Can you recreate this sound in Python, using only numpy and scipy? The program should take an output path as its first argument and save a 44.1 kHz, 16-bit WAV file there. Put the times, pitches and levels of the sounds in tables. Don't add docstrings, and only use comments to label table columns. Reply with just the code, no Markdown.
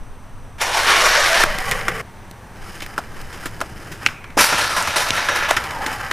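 import sys
import numpy as np
from scipy import signal
from scipy.fft import rfft, irfft, next_fast_len
from scipy.io import wavfile

SR = 44100
rng = np.random.default_rng(int(sys.argv[2]) if len(sys.argv) > 2 else 0)


def inscribe(sig):
    pcm = np.round(np.clip(np.atleast_2d(sig).T, -1, 1) * 32767)
    wavfile.write(sys.argv[1], SR, pcm.astype(np.int16))


N = 269892
T = np.arange(N) / SR
CUT_S = 2.015
SKID_START_S, SKID_END_S = 4.375, 5.5

# (time [s], scrape [dB], rasp pitch [Hz])
RIDER_PRESSURE = [(0.6, -30, 950), (0.623, -25, 950), (0.72, -24, 850), (0.781, -19, 950),
                  (0.83, -22, 1200), (0.892, -14, 1342), (1.0, -17.5, 1147), (1.14, -16.5, 1709),
                  (1.261, -17.5, 1558), (1.31, -21.5, 1500), (1.345, -16.5, 1650), (1.439, -15.5, 1750)]
# (pitch [Hz], width [Hz], level [dB])
DECK_MODES = [(366, 42, 3), (780, 66, 3.5), (1130, 210, 6.5), (1580, 84, -3), (1920, 170, -13),
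              (3010, 200, -2.5), (5030, 500, 1), (6550, 120, -4), (8870, 200, -10)]


def from_db(db):
    return 10 ** (np.asarray(db) / 20)


def rms_one(x):
    return x / np.sqrt(np.mean(x ** 2) + 1e-20)


def in_time(rows):
    times, *columns = np.transpose(rows)
    return [np.interp(T, times, column) for column in columns]


def during(start, end, fade_in=0.013):
    return np.clip((T - start) / fade_in + .5, 0, 1) * np.clip((end - T) / .006 + .5, 0, 1)


def swell(crest, half_length):
    return np.exp(-np.minimum(((T - crest) / half_length) ** 2, 40))


def dying(t, t60):
    return (t >= 0) * from_db(-60 * np.clip(t / t60, 0, 3))


def butter(x, hz, kind, order=2):
    return signal.sosfilt(signal.butter(order, hz, kind, fs=SR, output="sos"), x)


def resonance(x, hz, width_hz):
    r = np.exp(-np.pi * width_hz / SR)
    feedback = [1, -2 * r * np.cos(2 * np.pi * hz / SR), r * r]
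    return signal.lfilter(np.array([1, 0, -1]) * (1 - r * r) / 2, feedback, x + 1e-18)


def eq_curve(spectrum, size):
    hz, db = np.transpose(spectrum)
    return from_db(np.interp(np.log(np.fft.rfftfreq(size, 1 / SR) + 1), np.log(hz), db))


def coloured(x, spectrum):
    size = next_fast_len(N)
    return rms_one(irfft(rfft(x, size) * eq_curve(spectrum, size), size)[:N])


def drift(rate_hz):
    hop, run_in = 40, 2000
    r = np.exp(-2 * np.pi * rate_hz * hop / SR)
    noise = rng.standard_normal(N // hop + run_in + 2)
    slow = signal.lfilter([1], [1, -2 * r, r * r], noise)[run_in:]
    return np.interp(np.arange(N) / hop, np.arange(len(slow)), rms_one(slow))


def narrow_noise(hz, width_hz):
    phase = 2 * np.pi * np.cumsum(hz) / SR
    return drift(width_hz) * np.cos(phase) + drift(width_hz) * np.sin(phase)


def grains(per_s, spread_db):
    sizes = from_db(spread_db * np.minimum(rng.exponential(1, N), 4)) * rng.choice([-1, 1], N)
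    return rms_one(sizes * (rng.random(N) < per_s / SR))


def wind(gust_db=2.0):
    # (frequency [Hz], gain [dB])
    colour = [(10, -2), (18, 3.5), (30, -4.5), (42, -20.5), (100, -17.5)]
    # (time [s], level [dB])
    strength = [(0, -37), (0.9, -31.5), (1.05, -30.5), (1.75, -29.5), (2.15, -41.5), (3.05, -37),
                (3.6, -39), (6.12, -44)]
    rumble = rms_one(butter(coloured(rng.standard_normal(N), colour), 85, "low"))
    return from_db(in_time(strength)[0] + gust_db * drift(1.5)) * rumble


def traffic(start_db=-45, growth_db_per_s=0.65, waver_db=0.9):
    # (frequency [Hz], gain [dB])
    colour = [(29, -37), (50, -4), (54, 7), (92, -1.5), (118, 0.5), (140, -5.5), (193, -15), (260, 6),
              (340, -47), (570, -120)]
    drone = rms_one(butter(coloured(rng.standard_normal(N), colour), [65, 160], "band"))
    return from_db(start_db + growth_db_per_s * T + waver_db * drift(4.4)) * drone


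def open_air(air_db=-44):
    # (frequency [Hz], gain [dB])
    colour = [(35, -43), (60, 6.5), (108, -1.5), (149, -12), (189, -12), (330, -20), (882, -18),
              (968, -16.5), (4970, -40.5), (6000, -37), (7060, -47), (7570, -39), (9790, -44), (14900, -48),
              (16000, -66)]
    # (pitch [Hz], width [Hz], level [dB])
    whines = [(6020, 91, -66), (8050, 300, -73), (8940, 180, -65.5), (15050, 80, -85)]
    air = from_db(air_db) * rms_one(butter(coloured(rng.standard_normal(N), colour), 160, "high"))
    hiss = rng.standard_normal(N)
    return air + sum(from_db(db) * rms_one(resonance(hiss, hz, width)) for hz, width, db in whines)


def sliding_power(ridden_hiss_db=-4.5, skid_db=-25.5, scrape_fade_db_per_s=0.5, hiss_fade_db_per_s=13.5):
    pressure = from_db(in_time(RIDER_PRESSURE)[0])
    ridden = during(RIDER_PRESSURE[0][0], RIDER_PRESSURE[-1][0]) * pressure
    loose = during(SKID_START_S, SKID_END_S)
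    age = np.maximum(T - SKID_START_S, 0)
    scrape = ridden + loose * from_db(skid_db - scrape_fade_db_per_s * age)
    hiss = ridden * from_db(ridden_hiss_db) + loose * from_db(skid_db - hiss_fade_db_per_s * age)
    return scrape ** 2, hiss ** 2


def grind(clank_db=2.5, judder_db=-1.0, patchy_db=1.5, split_hz=3200, zing_db=-11.5):
    # (frequency [Hz], gain [dB])
    colour = [(88, -66), (150, -19), (303, -12), (354, -11), (391, -9), (624, -5), (759, -3), (1600, 1),
              (3490, -9.5), (5570, -8), (7770, -15.5), (9820, -15.5), (12200, -20), (15100, -32),
              (16000, -64)]
    # (time [s], relative level [dB], half of t60 [s], relative treble [dB])
    clanks = [(0.582, -32, 0.06, -1), (0.613, -16, 0.044, 8), (0.618, -16.5, 0.035, 5),
              (0.768, -19.5, 0.09, 2), (1.047, -17, 0.2, 0), (1.405, -17, 0.014, -6),
              (1.437, -28, 0.088, 9.5), (4.374, -17.5, 0.091, 5), (4.387, -13.5, 0.089, 8.5),
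              (4.406, -18, 0.09, 14.5), (4.44, -16.5, 0.068, 11.5), (4.486, -21.5, 0.21, -18),
              (4.522, -21, 0.12, -9), (4.576, -19.5, 0.23, 0), (4.763, -16, 0.15, -2.5),
              (4.871, -21.5, 0.087, 4), (4.9576, -15, 0.18, 7.5), (5.085, -24, 0.018, 11),
              (5.13, -21.5, 0.29, 1), (5.174, -19, .07, -8), (5.222, -25, 0.17, 0), (5.283, -17, 0.15, -8),
              (5.353, -18.5, 0.12, 0), (5.422, -20, 0.093, -4), (5.484, -19.5, 0.2, -1)]
    friction = np.zeros(N)
    edges_hz = np.geomspace(100, 16000, 15)
    contacts = [grains(per_s=6000, spread_db=2.0) for _ in range(2)]
    for k in range(len(edges_hz) - 1):
        friction += butter(contacts[k % 2], edges_hz[k:k + 2], "band") * from_db(patchy_db * drift(9.6))
    friction = coloured(friction, colour) * from_db(judder_db * drift(92))
    scrape = rms_one(butter(friction, split_hz, "low", order=4))
    hiss = rms_one(butter(friction, split_hz, "high", order=4))
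    zing = rms_one(butter(hiss, 9000, "high", order=1))
    scrape_power, hiss_power = sliding_power()
    zing_power = np.zeros(N)
    for s, db, half_t60, treble_db in clanks:
        start = int(s * SR)
        t = T[:N - start]
        bite = 1 - np.exp(-t / (0.02 * half_t60))
        power = (from_db(db + clank_db) * bite * dying(t, 2 * half_t60)) ** 2
        scrape_power[start:] += power
        zing_power[start:] += power * from_db(treble_db + zing_db) ** 2
    force = scrape * np.sqrt(scrape_power) + hiss * np.sqrt(hiss_power) + zing * np.sqrt(zing_power)
    return rail(force) + rattle(scrape_power)


def rail(force, body_db=-1.5, ring_db=1.5, wash_db=-16.0, wash_t60=0.91):
    # (pitch [Hz], relative level [dB], t60 [s])
    modes = [(360, -2, .3), (495, -3, .3), (570, -3, .3), (636, 1, .4), (710, -3, .25), (915, -5, .15),
             (1001, -3, .4), (1282, -5, .25), (1451, -6, .25), (1631, -3, .25), (1797, -6, .25),
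             (2256, -7, .25), (2860, -6, .2), (3213, -6, .4), (3648, -7, .2), (3842, -2, .2),
             (4317, -5, .15), (4413, -4, .3), (4570, -6, .2), (4705, -5, .2), (5135, -5, .1),
             (5245, -6, .12), (5617, -5, .15), (5672, -4, .15), (6056, -4, .25), (6697, -4, .25),
             (6975, -5, .2), (7365, 0, .25)]
    ring = sum(from_db(db) * resonance(force, hz, np.log(1000) / (np.pi * t60)) for hz, db, t60 in modes)
    t = T[:SR // 2]
    weak_modes = butter(rng.standard_normal(len(t)), [400, 6000], "band") * dying(t, wash_t60)
    wash = signal.fftconvolve(force, weak_modes / np.linalg.norm(weak_modes))[:N]
    return from_db(body_db) * (force + from_db(ring_db) * ring) + from_db(wash_db) * wash


def rasp(rasp_db=-3.5, width_hz=184.0, groan_wobble_hz=48):
    # (crest [s], pitch [Hz], level [dB], half length [s])
    groans = [(0.99, 672, -24.5, 0.025), (1.044, 560, -27, .025), (1.185, 621, -19, 0.022),
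              (1.334, 677, -22.5, 0.046), (1.484, 622.6, -29.5, 0.066)]
    scrape_db, rasp_hz = in_time(RIDER_PRESSURE)
    on_rail = during(RIDER_PRESSURE[0][0], RIDER_PRESSURE[-1][0])
    out = on_rail * from_db(scrape_db + rasp_db) * narrow_noise(rasp_hz, width_hz)
    for crest, hz, db, half_length in groans:
        phase = 2 * np.pi * np.cumsum(hz + groan_wobble_hz * drift(65.6)) / SR
        out += from_db(db) * swell(crest, half_length) * np.sqrt(2) * np.sin(phase)
    return out


def knocks(width_share=0.38, thump_hz=280, tail_db=-37.0, tail_t60=0.29, sharp_s=0.0095, deck_db=-6.0):
    # (time [s], level [dB], pitch [Hz], chatter t60 [s], relative crack [dB], relative thump [dB])
    blows = [(1.4362, -2, 1280, 0.02, -10, -15.5), (1.4405, -6, 616, 0.0084, -27, -12),
             (1.5858, -21, 2280, 0.012, 1.5, -1), (1.713, -8.5, 1850, 0.0047, -0.5, -24),
             (1.717, -14, 1680, 0.065, -15, -9), (1.813, -18, 1870, 0.014, -22, -9),
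             (1.882, -9.5, 1400, 0.046, -14, -12), (2.312, -36, 7060, 0.0087, 5.5, 6),
             (2.805, -25.5, 1730, 0.025, -10, -18), (2.821, -27.5, 1990, 0.09, -6, -4.5),
             (2.863, -24.5, 1700, 0.012, -5, -7), (2.979, -13.5, 1310, 0.033, -14.5, -9.5),
             (2.986, -20, 770, 0.05, -15, -12), (3.214, -39, 2200, .03, 5, -9),
             (3.327, -34.5, 1720, 0.2, -11, -21), (3.457, -24, 1480, 0.084, -4, -2.5),
             (3.605, -25, 1530, 0.016, -2, -4), (3.613, -14, 1330, 0.03, -12, -9),
             (3.618, -19, 650, 0.03, -20, -16), (3.917, -34, 1670, 0.18, -4.5, -12),
             (4.0623, 0.5, 2060, 0.012, -31, -26), (4.0648, -0.5, 1310, 0.0066, -22, -16),
             (4.069, -17, 2160, 0.037, -12, -15), (4.084, -31.5, 1390, 0.31, -15, -27),
             (4.242, -29.5, 1380, 0.039, -26, -20), (4.303, -34.5, 1470, 0.031, -24, -21),
             (4.3703, -19.5, 340, 0.074, -24, -3), (4.375, -11.5, 820, 0.039, -11, -8),
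             (4.39, -14, 354, 0.038, -2, -5), (4.406, -17, 337, 0.026, -7, -10),
             (4.4418, -13, 1600, 0.01, -11, -12), (4.525, -18, 910, 0.11, -14, -4.5),
             (4.825, -20, 7400, 0.024, -10, -23), (5.106, -5, 3100, 0.01, -30, -10.5),
             (5.287, -11.5, 1176, 0.039, -23, -24), (5.351, -19, 1700, 0.011, -5, -17),
             (5.361, -13.5, 1500, 0.021, -10, -13), (5.507, -10.5, 1860, 0.028, -10, -9),
             (5.5109, 4, 690, 0.0049, -11, -22), (5.566, -11, 1450, 0.068, -15, -17),
             (5.639, -27, 1870, 0.056, -4, -1), (5.707, -26, 1860, 0.052, -9, -6),
             (5.862, -18.5, 1460, 0.062, -6.5, -6.5), (5.927, -29, 1860, 0.092, -5, -12),
             (6.112, -11, 1550, 0.032, -14, -13)]
    out, t = np.zeros(N + SR), T[:SR // 4]
    for s, db, hz, t60, crack_db, thump_db in blows:
        envelope = dying(t, t60) + from_db(tail_db) * min(t60 / 0.12, 1) * dying(t, tail_t60)
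        chatter = rng.standard_normal((3, len(t))) * envelope
        chatter[::2, 0] += np.linalg.norm(envelope) * (sharp_s / t60) ** 2
        wood = resonance(resonance(chatter[0], hz, width_share * hz), hz, 2 * hz)
        crack = butter(butter(chatter[1], 2500, "high"), 7000, "low", order=1)
        thump = butter(resonance(chatter[2], thump_hz, width_hz=220), 1600, "low")
        hit = rms_one(wood) + from_db(crack_db) * rms_one(crack) + from_db(thump_db) * rms_one(thump)
        contact = min(t60 / 0.097, 1)
        hit += from_db(deck_db) * contact * rms_one(deck_ring(chatter[0]))
        start = int(s * SR)
        out[start:start + len(t)] += from_db(db) * hit * np.sqrt(np.mean(envelope ** 2))
    return out[:N]


def deck_ring(force):
    return sum(from_db(db) * resonance(force, hz, width) for hz, width, db in DECK_MODES)


def thuds(band_hz=(65, 150), t60=0.28):
    # (time [s], level [dB])
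    landings = [(1.44, -31), (1.71, -28.5), (4.09, -30.5), (4.381, -27), (4.54, -35), (4.881, -30),
                (5.105, -32)]
    envelope = sum(from_db(db) * dying(T - s, t60) for s, db in landings)
    bass = rms_one(butter(rng.standard_normal(N), band_hz, "band"))
    return butter(envelope * bass, 300, "low")


def rolling(bumps_db=2.0, broad_db=-4.5, pebble_db=-10, hum_db=-1.0, drum_db=-4):
    # (start [s], end [s], fade-in [s], hum pitch [Hz], roar [dB],
    # rumble [dB], grit [dB], roar growth [dB/s], rumble growth [dB/s], grit growth [dB/s])
    runs = [(1.452, 2.015, .01, 445, -28.5, -34.5, -39.5, 1, 19, 3),
            (2.573, 4.068, 0.15, 316, -43.5, -45, -49, -2, 6.5, 2.5),
            (5.508, 6.125, .01, 427, -29.5, -44.5, -40.5, 3, -11, -1)]
    # (middle [s], half length [s], extra roar [dB], extra grit [dB])
    rough_patches = [(1.69, 0.11, 3, 6.5), (2.74, 0.13, 0.5, 6), (3.183, 0.065, 3, 1.5),
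                     (3.42, 0.16, 5.5, 4.5), (3.84, 0.052, 4, 2), (4.032, 0.028, 13.5, 5.5),
                     (5.93, 0.041, 3.5, 4.5)]
    # (frequency [Hz], gain [dB])
    colour = [(71, -32), (120, 10.5), (188, 4), (454, 1.5), (513, 1.5), (630, -9.5), (822, -4), (1070, -9),
              (1900, -0.5), (3520, -17.5), (5080, -17), (7350, -18), (10800, -17.5), (14700, -24),
              (16000, -48)]
    road = grains(per_s=4000, spread_db=2.5) * from_db(bumps_db * drift(33))
    deck = coloured(from_db(broad_db) * road + deck_ring(road), colour)
    pebbles = rms_one(butter(grains(per_s=300, spread_db=3.0), [2500, 11000], "band"))
    roar = rms_one(butter(deck, [560, 3700], "band", order=4))
    drumming = from_db(drum_db) * rms_one(butter(road, [115, 260], "band"))
    grit = rms_one(butter(deck, 2490, "high", order=4)) + from_db(pebble_db) * pebbles
    for middle, half_length, roar_db, grit_db in rough_patches:
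        roar *= from_db(roar_db * swell(middle, half_length))
        grit *= from_db(grit_db * swell(middle, half_length))
    out = np.zeros(N)
    for start, end, fade_in, hum_hz, *levels in runs:
        roar_db, rumble_db, grit_db, roar_growth, rumble_growth, grit_growth = levels
        t = np.clip(T, start, end) - (start + end) / 2
        rumble = drumming + from_db(hum_db) * rms_one(resonance(road, hum_hz, width_hz=110))
        out += during(start, end, fade_in) * (roar * from_db(roar_db + roar_growth * t)
                                              + rumble * from_db(rumble_db + rumble_growth * t)
                                              + grit * from_db(grit_db + grit_growth * t))
    return out


def street(level_db=-45.5):
    # (frequency [Hz], gain [dB])
    colour = [(100, -21), (170, 0), (322, -9), (395, -5), (486, -12.5), (902, -6), (1170, -23),
              (1580, -9.5), (2990, -23), (15000, -35.5)]
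    return from_db(level_db) * coloured(rng.standard_normal(N), colour)


def whirr(width_share=0.12):
    # (crest [s], pitch at crest [Hz], slowing [octaves/s], level [dB], half length [s])
    spins = [(4.192, 2360, 1.0, -41, 0.18), (4.729, 1220, 2.0, -25.5, 0.061), (5.819, 881, .9, -27.5, 0.17)]
    # (multiple of the pitch [ratio], relative level [dB])
    bands = [(.33, -19.5), (.47, -16), (0.619, -16), (1, -2), (1.38, -30)]
    out = np.zeros(N)
    for crest, hz, slowing, db, half_length in spins:
        pitch = hz * 2 ** (-slowing * np.clip(T - crest, -.5, .5))
        for multiple, band_db in bands:
            band = narrow_noise(multiple * pitch, width_share * multiple * hz)
            out += swell(crest, half_length) * from_db(db + band_db) * band
    return out


def rattle(scrape_power, relative_db=-8.5):
    # (pitch [Hz], relative level [dB], t60 [s])
    modes = [(1730, -7, 0.051), (1977, 1, .06), (2100, -2, 0.041), (2170, -9, 0.056), (2530, -13, .05),
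             (3780, -8, 0.083), (5669, -8, 0.09), (6180, -9, 0.056), (9300, -26, .06)]
    hits = grains(per_s=160, spread_db=-0.5) * np.sqrt(scrape_power) * (T > SKID_START_S)
    t = T[:SR // 4]
    ring = sum(from_db(db) * dying(t, t60) * np.sin(2 * np.pi * hz * t) for hz, db, t60 in modes)
    return from_db(relative_db) * signal.fftconvolve(hits, ring / np.linalg.norm(ring))[:N]


def outdoors(x, tail_db=-12.5, tail_t60=0.057, dull_hz=3500):
    # (delay [s], level [dB])
    echoes = [(.0085, -34),  (.024, -20), (0.064, -35)]
    t = T[:SR // 2]
    tail = rng.standard_normal(len(t)) * dying(t, tail_t60)
    response = from_db(tail_db) * tail / np.linalg.norm(tail)
    for delay, db in echoes:
        response[int(delay * SR)] += from_db(db)
    return x + signal.fftconvolve(x, butter(response, dull_hz, "low"))[:N]


def scene():
    board = grind() + rasp() + rolling() + whirr() + knocks() + thuds()
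    first, second = T < CUT_S, T >= CUT_S
    street_bed = street() * second
    rides = outdoors(board * first) * first + outdoors(board * second)
    mono = rides + street_bed + wind() + traffic() + open_air()
    return np.array([mono, mono])


def record(dry, cutoff_hz=15400):
    # (frequency [Hz], side relative to mid [dB])
    width = [(40, -9.5), (150, -37), (400, -34.5), (1000, -65), (2000, -62), (4000, -52), (10000, -32.5)]
    scatter = rfft(rng.standard_normal(64), N)
    phase_turn = 1j * scatter / np.abs(scatter)
    side = irfft(rfft(dry[0]) * eq_curve(width, N) * phase_turn, N)
    stereo = dry + np.array([side, -side])
    clipped = stereo / (1 + stereo ** 6) ** (1 / 6)
    return signal.sosfilt(signal.ellip(10, .1, 80, cutoff_hz, fs=SR, output="sos"), clipped)


dry = scene()
out = record(dry)
inscribe(out)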